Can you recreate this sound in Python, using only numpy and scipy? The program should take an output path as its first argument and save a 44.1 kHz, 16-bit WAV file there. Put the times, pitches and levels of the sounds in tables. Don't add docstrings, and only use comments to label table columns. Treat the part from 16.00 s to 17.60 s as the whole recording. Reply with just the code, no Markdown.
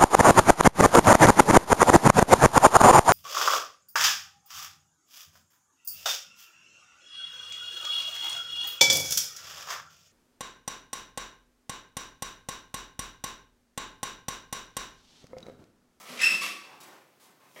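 import sys
import numpy as np
from scipy import signal
from scipy.fft import rfft, irfft, next_fast_len
from scipy.io import wavfile
from scipy.ndimage import map_coordinates

SR = 44100
rng = np.random.default_rng(int(sys.argv[2]) if len(sys.argv) > 2 else 0)


def unload_audio(sound):
    columns = np.transpose(np.atleast_2d(sound))
    steps = np.round(np.clip(columns, -1, 1) * 32767)
    wavfile.write(sys.argv[1], SR, steps.astype(np.int16))


N = 70560

# frequency in Hz, level in dB.
SOFT_SCRAPE = [(40, -18.5), (90, -9), (140, -1.5), (280, -3), (480, 0), (750, 0.5), (1100, 2.5), (1550, -4),
               (2500, -8), (5000, -24), (16000, -34.5)]


def amp(db):
    return 10 ** (np.asarray(db) / 20)


def unit(x):
    return x / np.sqrt(np.mean(x ** 2) + 1e-20)


def along(points, hz):
    freqs, values = np.transpose(points)
    return np.interp(np.log(hz + 1), np.log(freqs + 1), values)


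def filtered(x, response):
    size = next_fast_len(N + 4096)
    return irfft(rfft(x, size) * response(np.fft.rfftfreq(size, 1 / SR)), size)[:N]


def coloured(x, spectrum):
    return unit(filtered(x, lambda hz: amp(along(spectrum, hz))))


def noise(spectrum):
    return coloured(rng.standard_normal(N), spectrum)


def wobble(rate):
    return map_coordinates(rng.standard_normal(N // 8), [np.arange(N) * rate / SR], mode="wrap")


def stroke(start, length, attack_s=0.002, release_s=0.0066):
    t = np.arange(N) / SR - start
    return np.clip(t / attack_s, 0, 1) * np.clip((length - t) / release_s + 0.5, 0, 1)


def room_tone():
    # frequency in Hz, level in dB.
    bed_colour = [(25, -3), (60, 1), (130, 10.5), (300, 5.5), (1000, 0), (2000, -2.5), (5000, -8),
                  (10000, -11.5), (16000, -10.5)]
    return amp(-65.5) * noise(bed_colour)


def room(x, wet_db, build_s=0.0086):
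    # frequency in Hz, seconds to die away by 60 dB.
    decay_times = [(100, 0.2), (300, 0.99), (1100, 0.74), (2600, .68), (5000, 0.72), (9000, 0.57),
                   (15000, 0.49)]
    # echo delay in seconds, level in dB.
    wall_echoes = [(0.0121, -11), (0.028, -6), (0.07, -11.5)]
    hz, t, spectra = signal.stft(rng.standard_normal(SR), SR, nperseg=256)
    decay = amp(-60 * t / along(decay_times, hz)[:, None])
    build = 1 - np.exp(-t / build_s)
    tail = signal.istft(spectra * decay * build, SR, nperseg=256)[1]
    reverb = amp(-2) * tail / np.linalg.norm(tail)
    for delay, db in wall_echoes:
        reverb[round(delay * SR)] += amp(db)
    return amp(-3.5) * x + amp(wet_db) * signal.fftconvolve(x, reverb)[:N]


def paw_scuffs():
    # start in seconds, length in seconds, pad level in dB, hiss level in dB.
    scuffs = [(-.03, 0.052, -53.5, -49.5), (0.623, .14, -56.5, -72), (0.802, 0.019, -51.5, -48.5),
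              (0.829, 0.13, -55.5, -66.5), (1.197, 0.052, -62, -59.5), (1.256, 0.048, -63.5, -76),
              (1.40, 0.073, -61.5, -69.5), (1.481, 0.16, -73, -67), (1.545, 0.079, -63.5, -58)]
    # frequency in Hz, level in dB.
    hiss_colour = [(300, -7), (1500, -8), (3000, -1.5), (5500, 2), (9000, -2), (16000, -4.5)]
    track = np.zeros(N)
    for start, length, pad_db, hiss_db in scuffs:
        pad = amp(pad_db) * noise(SOFT_SCRAPE)
        hiss = amp(hiss_db) * noise(hiss_colour)
        track += stroke(start, length) * (pad + hiss)
    return track


def cavity(hz):
    # centre in Hz, width in Hz, level in dB.
    air_modes = [(209.7, 33, -1), (390, 190, -7), (560, 137, 0.5), (1240, 132, -1), (2084, 360, 0),
                 (3246, 350, -0.5)]
    return sum((-1) ** k * amp(db) * 1j * hz * width / (centre ** 2 - hz ** 2 + 1j * hz * width)
               for k, (centre, width, db) in enumerate(air_modes))


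def balloon_bumps(attack_s=0.0014, decay_s=0.014, corner_hz=300):
    # start in seconds, level in dB, dulling above the corner in dB per octave.
    pushes = [(.1, -44, 9.5), (0.226, -45, -8), (.298, -38, 11), (0.822, -52, -0.5), (1.228, -63.5, 5),
              (1.434, -64, 3), (1.561, -41.5, 3.5)]
    track = np.zeros(N)
    for start, db, dull_db in pushes:
        t = np.maximum(np.arange(N) / SR - start, 0)
        push = rng.standard_normal(N)
        ring = filtered(push, lambda hz: cavity(hz) * amp(-dull_db * np.log2(1 + hz / corner_hz)))
        envelope = np.exp(-t / decay_s) * (1 - np.exp(-t / attack_s))
        track += amp(db) * unit(ring) * envelope
    return track


def muzzle_rubs(grain_db=1, grains_per_s=600):
    # start in seconds, length in seconds, level in dB, boom over the friction in dB.
    slides = [(-.03, 0.054, -49.5, 24), (0.053, 0.058, -46.5, -4), (0.085, 0.13, -46.5, -5),
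              (0.22, 0.036, -34, -22.5), (0.297, 0.035, -35, -15.5), (0.408, 0.059, -38, -12.5)]
    # frequency in Hz, level in dB.
    friction_colour = [(60, -35), (200, -0.5), (500, -8), (900, -6.5), (1200, 4.5), (1450, -1.5), (2000, 4),
                       (3200, 1.5), (4500, -1.5), (8000, -7.5), (13000, -11), (16000, -21)]
    track = np.zeros(N)
    for start, length, db, boom_db in slides:
        friction = unit(noise(friction_colour) * amp(grain_db * wobble(grains_per_s)))
        boom = amp(boom_db) * unit(filtered(noise(SOFT_SCRAPE), cavity))
        track += amp(db) * unit(friction + boom) * stroke(start, length)
    return track


def squeak(start, length, first_hz, last_hz, db, rough, slope_db, jitter=0.08, jitters_per_s=700):
    # frequency in Hz, level in dB.
    skin_colour = [(500, -25), (1100, -5), (2600, -2.5), (4000, -0.5), (5300, -2), (8000, -3),
                   (11000, -2.5), (16000, -10.5)]
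    # frequency in Hz, level in dB.
    rasp_colour = [(80, -36), (250, -18.5), (800, -22), (1300, -6.5), (2400, 2.5), (3500, -5.5), (6000, -8),
                   (11000, -21), (16000, -55.5)]
    glide = np.interp(np.arange(N) / SR, [start, start + length], [first_hz, last_hz])
    pitch = glide * (1 + jitter * rough * wobble(jitters_per_s))
    phase = 2 * np.pi * np.cumsum(pitch) / SR
    harmonics = [k for k in range(1, 13) if k * max(first_hz, last_hz) < 16950]
    slipping = sum(amp(slope_db * np.log2(k)) * np.sin(k * phase) for k in harmonics)
    tone = coloured(slipping, skin_colour)
    puffs = rng.standard_normal(N) * (1 + np.cos(phase))
    rasp = rough * amp(2) * coloured(puffs, rasp_colour)
    return amp(db) * stroke(start, length, release_s=0.013) * (tone + rasp)


def scene():
    # start and length in seconds, first and last pitch
    # in Hz, level in dB, roughness from 0 to 1, overtone slope in dB per octave, reverb send in dB.
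    chirps = [(0.174, 0.011, 3447, 2940, -40, 1, -32, -3.5),
              (0.19, 0.018, 2500, 2580, -32, .55, -15.5, -2.5),
              (0.202, .032, 2080, 1766, -31, .9, -13.5, -0.5),
              (0.214, .014, 2600, 2624, -21.5, 0.16, -7.5, -4.5),
              (0.232, 0.021, 2600, 2689, -15.5, .16, -11.5, -0.5),
              (0.409, 0.028, 2620, 2830, -39, .4, -17.5, -0.5),
              (0.415, 0.0296, 1088, 1183, -30.5, .45, -5.5, -4.5),
              (0.693, 0.0593, 887, 829, -57, 0.4, -15, -5.5)]
    squeaks = sum(room(squeak(*chirp), wet_db) for *chirp, wet_db in chirps)
    rubs = room(muzzle_rubs(), wet_db=0.5)
    bumps = room(balloon_bumps(), wet_db=1.5)
    paws = room(paw_scuffs(), wet_db=0)
    return (room_tone() + paws + bumps + rubs + squeaks)[None]


def record(dry, low_cut_hz=138, top_hz=15950):
    return filtered(dry[0], lambda hz: (hz < top_hz) * hz ** 2 / np.hypot(hz ** 2, low_cut_hz ** 2))[None]


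dry = scene()
out = record(dry)
unload_audio(out)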